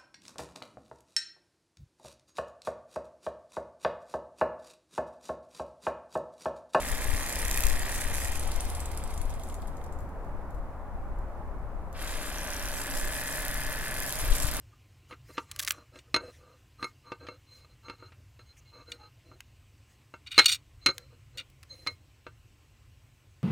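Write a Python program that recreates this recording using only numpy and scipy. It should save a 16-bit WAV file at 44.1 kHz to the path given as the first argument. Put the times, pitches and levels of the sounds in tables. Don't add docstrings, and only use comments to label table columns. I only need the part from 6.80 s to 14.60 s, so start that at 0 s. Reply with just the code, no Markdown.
import sys
import numpy as np
from scipy import signal
from scipy.fft import rfft, irfft, next_fast_len
from scipy.io import wavfile
from scipy.ndimage import uniform_filter1d, map_coordinates

SR = 44100
rng = np.random.default_rng(int(sys.argv[2]) if len(sys.argv) > 2 else 0)


def transcribe(u):
    v = np.clip(np.atleast_2d(u).T, -1, 1)
    q = np.round(v * 32767).astype(np.int16)
    wavfile.write(sys.argv[1], SR, q)


N = 343980

# time_s, stroke_rate_hz
MOTOR_SPEED = [(0, 31.69), (0.48, 31.87), (0.88, 32.244), (1.19, 32.237), (1.95, 19.447), (2.83, 7.177),
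               (3.05, 5.272), (3.3, 0.0), (5.125, 0.0), (5.22, 24.047), (5.36, 34.688), (5.7, 32.86),
               (6.65, 32.502), (7.15, 32.783), (7.4, 32.586), (7.52, 34.368), (7.8, 34.528)]
# start_s, end_s, gain_db
INRUSH = [(5.16, 5.215, 4.5)]
# start_s, end_s, scatter_strokes
SLACK_SPELLS = [(1.58, 3.3, 0.0075), (5.1, 5.3, 0.049), (7.41, 7.8, .11)]
# time_s, pressure_0_to_1
PRESSURE = [(0, 0.46), (.48, 0.52), (.56, 0.6), (.63, 0.4), (.71, 0.98), (.89, 0.96), (.93, 0.43),
            (1.15, 0.42), (1.3, 0), (1.7, 0.22), (5.25, 0.01), (5.55, 0), (5.8, 0.31), (6.5, 0.33),
            (6.65, 0.63), (7.05, 0.35), (7.3, 0.69), (7.35, 0.7), (7.40, 0.47), (7.8, 0.6)]
# time_s, firmness_0_to_1
FIRMNESS = [(5.7, 0.2), (6.05, 0.68), (6.4, 1), (7.26, 0.93), (7.36, .1), (7.8, 0.2)]

# place_strokes, first_cut_db, second_cut_db
KNOCKS = [(0.97, 0.5, -2), (.06, -9, -10), (.5, -6, -2.5), (.615, -6.5, -7), (.67, -10, -8)]
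# mode_hz, width_hz, relative_db
FIRST_GRIP = [(1590, 76, -11.5), (1857, 30, 2.5), (2560, 350, -13), (1920, 160, 4.5)]
LIGHT_GRIP = [(1594, 230, -2), (1840, 140, -1), (2000, 90, -3.5)]
FIRM_GRIP = [(1540, 114, -3.5), (1714, 83, 1), (1893, 115, -2), (2084, 46, -4), (2510, 170, -12.5)]
# mode_hz, width_hz, relative_db
HOLLOW = [(567, 71, -2.5), (624, 59, 1)]
# mode_hz, width_hz, relative_db
GEARS = [(2100, 130, 4.5), (3280, 480, -8.5), (4200, 600, -9)]
# frequency_hz, relative_db
WHIRR = [(100, -21), (200, 1.5), (400, 0.5), (620, 1.5), (900, 2), (1300, 3), (2000, 2.5), (3000, -0.5),
         (4000, -3.5), (5500, -6), (9000, -69)]

# place_strokes, relative_db, decay_ms
TICKS = [(0.1, -2, 0.58), (0.515, 5, 0.5), (.57, 1, 0.34), (0.969, 6, 0.51)]
# frequency_hz, relative_db
SCRAPE = [(800, -2.5), (2500, -0.5), (3500, 1), (5000, 2.5), (7000, 6.5), (8500, 8.5), (10000, 6.5),
          (12000, 1.5), (14000, -1), (16000, -10)]
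HISS = [(2500, -7), (4500, -1), (6500, 4.5), (8000, 5), (10500, 7), (13500, -1.5), (16000, -12)]
FIRST_CLICK = [(800, -13), (2500, -12), (4800, -4.5), (6000, -4), (7200, 4.5), (8800, -4.5), (11000, 0.5),
               (13300, -3), (16000, -12)]
SECOND_CLICK = [(800, -13), (2500, -9), (4800, -4), (6200, -2), (7500, -6), (9600, 0), (11200, 0),
                (13600, 1.5), (16000, -12)]
# start_s, end_s, gain_db
PUSHES = [(.24, .52, 1), (1.15, 1.22, 3.5), (1.34, 1.48, 6), (5.91, 6.03, 4), (6.11, 6.25, 5.5),
          (6.32, 6.41, 4.5), (6.5, 6.61, 5), (6.74, 6.77, 1.5), (7.27, 7.46, 3), (7.54, 7.68, 3.5)]
# mode_hz, width_hz, relative_db
STEEL = [(5930, 400, 0)]
BONE = [(2530, 210, 0)]
# start_s, end_s, place_strokes, strike_db
RINGS = [(1.773, 1.83, 0.6, -32.5), (5.586, 5.88, .33, -31)]
# start_s, end_s, strike_db
RIB_CUTS = [(.59, 0.658, -44), (0.732, 0.9, -36.5), (1.348, 1.55, -41)]
# time_s, relative_db, resonance_hz
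CLACKS = [(1.474, -33, 10900), (1.5179, -35, 11000), (1.5559, -32, 7050), (1.5943, -30, 9200),
          (1.6337, -38, 5780), (1.6741, -31, 9680), (1.7164, -29.5, 4220), (1.7604, -34, 5800),
          (1.8056, -27, 9600), (1.8512, -36, 5900), (1.9001, -31, 10200), (1.9495, -31.5, 9750),
          (2.0022, -31.5, 8230), (2.0564, -34, 8300), (2.1151, -36, 10900), (2.174, -32.5, 9800),
          (2.2378, -38, 8320), (2.2757, -41, 4560), (2.3077, -44, 8840), (2.34, -37.5, 9830),
          (2.3765, -38, 6900), (2.415, -33.5, 10200), (2.4548, -56, 9350), (2.4952, -43, 5740),
          (2.503, -38, 3370), (2.5391, -46, 7250), (2.552, -47, 9800), (2.5958, -39.5, 3110),
          (2.635, -43, 7200), (2.6873, -43, 9900), (2.6984, -41, 3120), (2.724, -50, 7100),
          (2.7427, -41, 7200), (2.8195, -44, 4540), (2.8724, -44, 11100), (2.9692, -48.5, 6790),
          (3.04, -47.5, 5820), (3.0624, -51, 5510), (3.1243, -47, 7340)]
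# time_s, relative_db, resonance_hz
SNAGS = [(5.1775, -40, 4400), (5.1965, -37, 6700), (5.272, -27, 6600), (5.3045, -30, 7400),
         (5.335, -33, 5100), (7.3994, -20.5, 10800), (7.4548, -23, 11000), (7.5064, -29, 2190),
         (7.5193, -22.5, 3180), (7.5485, -17.5, 11000), (7.58, -29, 8660), (7.621, -21.5, 10000),
         (7.6396, -24, 8370), (7.6648, -25, 10200), (7.6787, -20, 2280), (7.752, -27, 10700)]
# frequency_hz, relative_db
SNAG_COLOUR = [(800, -4), (2200, -2), (4000, 1.5), (5500, 3), (8000, 4), (11000, 2), (16000, -12)]
# time_s, strike_db
HANDLING = [(3.1882, -52), (3.2044, -55), (3.29, -60), (3.4456, -62), (3.7055, -56), (3.7459, -57),
            (4.3864, -60), (5.1275, -49)]
# frequency_hz, relative_db
TABLE_ANSWER = [(600, -4.0), (2000, -5.5), (4000, -1.0)]

# frequency_hz, relative_db
TYRES = [(200, -12), (450, -4.5), (750, 1), (1100, -3), (1700, -21), (3000, -48)]
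TRAFFIC = [(60, 2), (100, 2.5), (160, 1), (250, -1), (420, -4.5), (560, -2), (850, -2), (1250, -8),
           (1600, -15), (2000, -21), (3200, -37.5), (5000, -41.5), (11000, -42), (16000, -46)]
BUFFET = [(12, 5.5), (20, 8), (40, 5.5), (60, -2), (100, -13), (140, -24), (250, -36), (600, -110)]
# frequency_hz, side_db
TRAFFIC_WIDTH = [(120, -28), (300, -19.5), (1000, -10.5), (2500, -0.5), (6000, 0.5)]
WIND_WIDTH = [(30, -5.5), (150, -15.5)]
# time_s, half_width_s, rise_db
GUSTS = [(.13, 0.024, 13.5), (.3, 0.058, 11), (.87, 0.11, 13.5), (1.34, 0.072, 3.5), (1.74, 0.25, 9),
         (2.44, 0.059, 9.5), (7.5, 0.037, 12), (7.69, 0.096, 7.5)]
# time_s, relative_db, half_width_ms
EDDIES = [(0.338, -21.5, 2.9), (0.851, -22, 8.6), (0.924, -19.5, 7.6), (1.259, -22.5, 9), (1.326, -26, 2.4),
          (2.405, -31, 2.9), (7.44, -26.5, 2.9), (7.523, -14, 9.3), (7.648, -20.5, 2.7)]

SECOND_CUT_S, TOP_HZ = 4, 16000
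KNOCK_DB, KNOCK_FALL_DB, KNOCK_PRESS_DB, SLACK_KNOCK_DB = -47, 36, 1, -5.5
KNOCK_UNEVEN_DB, FIRM_DB = 1.5, 1.5
WHIRR_DB, WHIRR_FALL_DB, RATTLE_WHIRR_DB = -41.5, 39, 5
BOOM_DB, BOOM_PRESS_DB, BOOM_WAVER_DB = (-61, -55.5), 3, 1.5
STARTING_SHARE = 0.42
UNLOADED_SPEED_HZ, UNLOADED_DB, CHATTER_DB, CHATTER_FALL_DB = 26, -23, -48.5, 13

CLICK_DB, CLICK_PRESS_DB, CLICK_FALL_DB = (-43.5, -36), 21.5, 18
BACK_CLICK_DB, CLICK_UNEVEN_DB = (4.5, -10), 1.0
SCRAPE_DB, SCRAPE_PRESS_DB, SCRAPE_FALL_DB = (-35, -42.5), 4, 18
HISS_DB, HISS_FALL_DB = (-47, -48.5), 40
IN_FLESH_DB, SUNK_PRESSURE = 3.5, 0.64
PART_SPEED_HZ, PARTED_SCRAPE_DB, PARTED_HISS_DB = 25.7, -11.5, -4
OUT_PLACE, BACK_PLACE, PRESS_ADVANCE = .335, .77, 0.089
GLIDE_DB, GLIDE_PLACE = 1.5, 0.18
WAVER_DB, SLOW_WAVER_DB, COLOUR_DRIFT_DB = .9, 2, 1.5
SWELL_S, FADE_S, PUSH_EDGE_S = 0.063, 0.026, 0.0056
CLACK_DB, CLACK_MS, SHIVER_DB, SHIVER_MS = -2.5, 2.4, -15, 33
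SNAG_DB, SNAG_MS = -13, 13
STRIKE_RISE = 0.084
LOOSEN_S, RESEAT_S, SEATED_SCATTER = 0.027, .12, .001
UNEVEN_LIMIT = 1.3
TABLE_LAG_MS, TABLE_ANSWER_DB, TABLE_DECAY_MS = 0.072, -9, 10

ENGINE_HZ, NEAREST_S, PASS_S, ENGINE_DB, TYRES_DB = 70.94, 1.74, 0.9, -38, -50
LATE_HUM_HZ, LATE_HUM_S, LATE_HUM_RISE_S, LATE_HUM_DB = 136.6, 6.55, 0.24, -48.5
TRAFFIC_DB, TRAFFIC_EBB_DB_PER_S, BREEZE_DB = -43.5, 0.34, -37.5


def drive():
    speed, firm, press = curve(MOTOR_SPEED), curve(FIRMNESS), curve(PRESSURE)
    turns = np.cumsum(speed) / SR
    slow = slowing(33.9) * per_cut(1.0, STARTING_SHARE)
    inrush_db = spells(INRUSH, 0.0097, 0.016)
    second = per_cut(False, True)

    blows = sum(contacts(place, KNOCK_UNEVEN_DB) * amp(per_cut(a, b)) for place, a, b in KNOCKS)
    blows = unit(blows + bursts(blows, decay_ms=26.0) * amp(-45.5))
    knock_db = KNOCK_DB + KNOCK_PRESS_DB * press - KNOCK_FALL_DB * slow + UNLOADED_DB * unloaded()
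    knock_db = knock_db + SLACK_KNOCK_DB * np.clip(slack() / 0.008, 0, 1)
    blows = blows * amp(knock_db + inrush_db + FIRM_DB * firm)
    knocks = ringing(blows * ~second, FIRST_GRIP)
    knocks = knocks + ringing(blows * second * (1 - firm), LIGHT_GRIP)
    knocks = knocks + ringing(blows * firm, FIRM_GRIP)

    load = amp(2.65 * np.cos(4 * np.pi * (turns - .1)))
    whirr_db = WHIRR_DB + per_cut(-0.26, -1.63) - WHIRR_FALL_DB * slow + 0.19 * inrush_db
    whirr_db = whirr_db + RATTLE_WHIRR_DB * np.clip(slack() / 0.28, 0, 1)
    whirr = coloured(airy(scatter_db=-28.0) * load, WHIRR) * amp(whirr_db)

    boom_db = per_cut(*BOOM_DB) + BOOM_PRESS_DB * press - WHIRR_FALL_DB * slow
    boom_db = boom_db + BOOM_WAVER_DB * wobble(9)
    boom = ringing(rng.standard_normal(N) * load, HOLLOW) * amp(boom_db)

    rotor = np.sin(2 * np.pi * 8.4 * turns + .6 * wobble(16)) * amp(2.5 * wobble(14))
    rotor = rotor * amp(-54.0) * (speed / speed.max()) ** 2
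    return (knocks + whirr + boom) * running() * amp([[.6], [-.6]]) + rotor


def chatter():
    teeth = sum(contacts(k / 5, uneven_db=4) for k in range(5))
    level = amp(CHATTER_DB - CHATTER_FALL_DB * slowing(UNLOADED_SPEED_HZ)) * unloaded() * running()
    return ringing(bursts(teeth * level, decay_ms=2.0), GEARS)


def blades():
    speed, press = curve(MOTOR_SPEED), curve(PRESSURE)
    pace, slow = speed / speed.max(), slowing(28.4)
    second = per_cut(False, True)
    parted = np.clip((PART_SPEED_HZ - speed) / 2, 0, 1)

    early = PRESS_ADVANCE * press
    outs = contacts(OUT_PLACE - early, CLICK_UNEVEN_DB)
    catches = contacts(BACK_PLACE - early, CLICK_UNEVEN_DB)
    click_db = per_cut(*CLICK_DB) + CLICK_PRESS_DB * press - CLICK_FALL_DB * slow
    meetings = outs + catches * amp(per_cut(*BACK_CLICK_DB))
    click = bursts(meetings * amp(click_db), decay_ms=0.89)
    click = coloured(click * ~second, FIRST_CLICK) + coloured(click * second, SECOND_CLICK)

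    scrape_db = per_cut(*SCRAPE_DB) + SCRAPE_PRESS_DB * press ** 2 - SCRAPE_FALL_DB * slow
    scrape_db = scrape_db + PARTED_SCRAPE_DB * parted + WAVER_DB * wobble(8.8)
    scrape = bursts(catches * amp(scrape_db + 12.5 - 13.7 * pace), decay_ms=3.3)

    def during(start, end, db):
        return spells([(start, end, amp(db))], SWELL_S, FADE_S)

    taps = sum(contacts(place, CLICK_UNEVEN_DB) * during(start, end, db) for start, end, place, db in RINGS)
    ring = ringing(bursts(taps, decay_ms=0.77), STEEL)
    rib_blows = (catches + .5 * outs) * sum(during(*row) for row in RIB_CUTS)
    rasp = ringing(bursts(rib_blows, decay_ms=2.4), BONE)

    hiss_db = per_cut(*HISS_DB) + IN_FLESH_DB * np.clip(press / SUNK_PRESSURE, 0, 1)
    hiss_db = hiss_db - HISS_FALL_DB * slow * per_cut(0.85, 0.59)
    hiss_db = hiss_db + spells(PUSHES, PUSH_EDGE_S, PUSH_EDGE_S) + PARTED_HISS_DB * parted * ~second
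    hiss_db = hiss_db + (WAVER_DB + SLOW_WAVER_DB * (1 - pace)) * wobble(22)
    ticks = sum(bursts(contacts(place, uneven_db=5.5) * amp(db + 7.0), ms) for place, db, ms in TICKS)
    glide_db = GLIDE_DB * np.cos(4 * np.pi * (np.cumsum(speed) / SR - GLIDE_PLACE))
    slide = airy(scatter_db=8.0) * amp(glide_db + 4.0 * wobble(400))
    hiss = coloured((ticks * pace * (1 - parted) + slide) * amp(hiss_db) * np.sqrt(running()), HISS)

    rubbing = shifting(hiss + coloured(scrape, SCRAPE) * running() ** 3, COLOUR_DRIFT_DB)
    return (rubbing + (click + ring + rasp) * running() ** 3) * amp([[-.5], [.5]])


def clacks():
    snap = strikes(CLACKS, CLACK_MS, width_hz=910, ring_db=4.5)
    shiver = strikes(CLACKS, SHIVER_MS, width_hz=560, ring_db=7)
    return amp(CLACK_DB) * coloured(snap + amp(SHIVER_DB) * shiver, SCRAPE)


def snags():
    return amp(SNAG_DB) * coloured(strikes(SNAGS, SNAG_MS, width_hz=950, ring_db=4.5), SNAG_COLOUR)


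def handling():
    s, db = np.transpose(HANDLING)
    taps = np.bincount((s * SR).astype(int), amp(db), N)
    rustle = amp(-16) * bursts(taps, decay_ms=48.0)
    return coloured(bursts(taps, decay_ms=3.5) + rustle, FIRST_CLICK)


def over_table(x):
    ports = np.array([[-1], [1]])
    direct = filtered(x, lambda hz: np.exp(1j * np.pi * hz * TABLE_LAG_MS / 1000 * ports))
    t_ms = np.arange(SR // 20) * 1000 / SR
    tail = rng.standard_normal((2, len(t_ms))) * np.exp(-t_ms / TABLE_DECAY_MS)
    answer = signal.fftconvolve(x, tail / np.linalg.norm(tail[0]), axes=1)[:, :N]
    return direct + amp(TABLE_ANSWER_DB) * coloured(answer, TABLE_ANSWER)


def wind():
    t = np.arange(N) / SR
    gust_db = sum(db * np.exp(-((t - s) / width) ** 2 / 2) for s, width, db in GUSTS)
    flutter_db = 1.6 * wobble(9)
    buffet = spread(BUFFET, WIND_WIDTH) * amp(BREEZE_DB + flutter_db)
    buffet = buffet * amp(np.array([1.0 + gust_db, -1.5 + .5 * gust_db]))
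    eddies = np.zeros(N)
    for s, db, half_width_ms in EDDIES:
        square = ((t - s) * 1000 / half_width_ms) ** 2
        eddies -= amp(db) * np.exp(-square / 2) * (1 - square / 2)
    return buffet + eddies * amp([[4], [-10]])


def distance():
    t = np.arange(N) / SR
    traffic = spread(TRAFFIC, TRAFFIC_WIDTH)
    traffic = traffic * amp(TRAFFIC_DB - TRAFFIC_EBB_DB_PER_S * t + 0.44 * wobble(5.13))
    nearness = 1 / np.hypot(1, (t - NEAREST_S) / PASS_S)
    engine = np.sin(2 * np.pi * ENGINE_HZ * t + 1.45 * wobble(7))
    engine = nearness * amp(ENGINE_DB + 1.9 * wobble(8.4)) * engine
    tyres = nearness ** 2 * amp(TYRES_DB) * coloured(rng.standard_normal(N), TYRES)
    late = np.sin(2 * np.pi * LATE_HUM_HZ * t + 0.17 * wobble(4.3))
    late = amp(LATE_HUM_DB) * spells([(LATE_HUM_S, t[-1], 1)], LATE_HUM_RISE_S, 1) * late
    drone = amp(-58.5 + 2.1 * wobble(12)) * np.sin(2 * np.pi * 554 * t + 2.57 * wobble(24))
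    return traffic + engine + tyres + late + drone


def running():
    return np.clip(curve(MOTOR_SPEED) / 6, 0, 1)


def slowing(full_speed_hz):
    return -np.log10(np.clip(curve(MOTOR_SPEED) / full_speed_hz, 1e-3, 1))


def unloaded():
    return per_cut(0.9, 0) * np.clip(UNLOADED_SPEED_HZ - curve(MOTOR_SPEED), 0, 1)


def slack():
    return SEATED_SCATTER + spells(SLACK_SPELLS, LOOSEN_S, RESEAT_S)


def per_cut(first, second):
    return np.where(np.arange(N) > SECOND_CUT_S * SR, second, first)


def contacts(place, uneven_db):
    turns = np.cumsum(curve(MOTOR_SPEED)) / SR
    strokes = np.arange(int(turns[-1]) + 1)
    due = strokes + np.interp(strokes + .5, turns, place + np.zeros(N))
    chance = rng.standard_normal((len(due), 2))
    scattered = due + np.interp(due, turns, slack()) * chance[:, 0]
    at = np.searchsorted(turns, scattered)
    strength = amp(uneven_db * np.clip(chance[:, 1], -UNEVEN_LIMIT, UNEVEN_LIMIT))
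    return np.bincount(at, strength, N + 1)[:N]


def bursts(impulses, decay_ms):
    envelope = signal.lfilter([1], [1, -np.exp(-1000 / (SR * decay_ms))], impulses)
    return uniform_filter1d(envelope, size=24) * airy(scatter_db=-1.5)


def strikes(rows, decay_ms, width_hz, ring_db):
    out = np.zeros((2, N + SR))
    t_ms = np.arange(SR // 4) * 1000 / SR
    envelope = np.exp(-t_ms / decay_ms) * (1 - np.exp(-t_ms / (STRIKE_RISE * decay_ms)))
    for s, db, hz in rows:
        noise = rng.standard_normal((3, len(t_ms)))
        puff = unit(noise[0] + noise[1:]) * envelope
        ring = signal.lfilter(*signal.iirpeak(hz, hz / width_hz, fs=SR), puff)
        out[:, int(s * SR):][:, :len(t_ms)] += amp(db) * (puff + amp(ring_db) * ring)
    return out[:, :N]


def shifting(x, patchy_db):
    z = signal.stft(x, nperseg=512)[2]
    field = uniform_filter1d(rng.standard_normal(z.shape[1:]), size=8, axis=0)
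    field = uniform_filter1d(field, size=18, axis=1)
    return signal.istft(z * unit(amp(patchy_db * unit(field))), nperseg=512)[1][:, :N]


def airy(scatter_db):
    shared, left, right = rng.standard_normal((3, N))
    return unit(shared + amp(scatter_db) * np.array([left, right]))


def spread(spectrum, width):
    f, side_db = np.transpose(width)
    mid, side = coloured(rng.standard_normal((2, N)), spectrum)
    side = filtered(side, lambda hz: amp(np.interp(np.log(hz + 1), np.log(f), side_db)))
    return np.array([mid + side, mid - side])


def spells(rows, rise_s, fall_s):
    t = np.arange(N) / SR
    total = np.zeros(N)
    for start, end, size in rows:
        before, after = np.maximum(start - t, 0), np.maximum(t - end, 0)
        total += size * np.exp(-before / rise_s - after / fall_s)
    return total


def curve(rows):
    s, values = np.transpose(rows)
    return np.interp(np.arange(N) / SR, s, values)


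def wobble(rate):
    knots = rng.standard_normal(int(N * rate / SR) + 4)
    return map_coordinates(knots, [np.arange(N) * rate / SR])


def ringing(x, modes):
    def response(f):
        total = 0
        for k, (centre, width, db) in enumerate(modes):
            damping = 1j * f * width
            total = total + (-1) ** k * amp(db) * damping / (centre * centre - f * f + damping)
        return unit(total.view(float)).view(complex)
    return filtered(x, response)


def coloured(x, spectrum):
    f, db = np.transpose(spectrum)
    return filtered(x, lambda hz: unit(amp(np.interp(np.log(hz + 1), np.log(f), db))))


def filtered(x, response):
    size = next_fast_len(N + SR // 4)
    return irfft(rfft(x, size) * response(np.fft.rfftfreq(size, 1 / SR)), size)[..., :N]


def unit(x):
    return x / np.sqrt(np.mean(x ** 2) + 1e-20)


def amp(db):
    return 10 ** (np.asarray(db) / 20)


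def scene():
    knife = drive() + chatter() + blades() + clacks() + snags() + handling()
    return over_table(knife) + wind() + distance()


def record(dry):
    return filtered(dry, lambda hz: hz < TOP_HZ)


dry = scene()
out = record(dry)
transcribe(out)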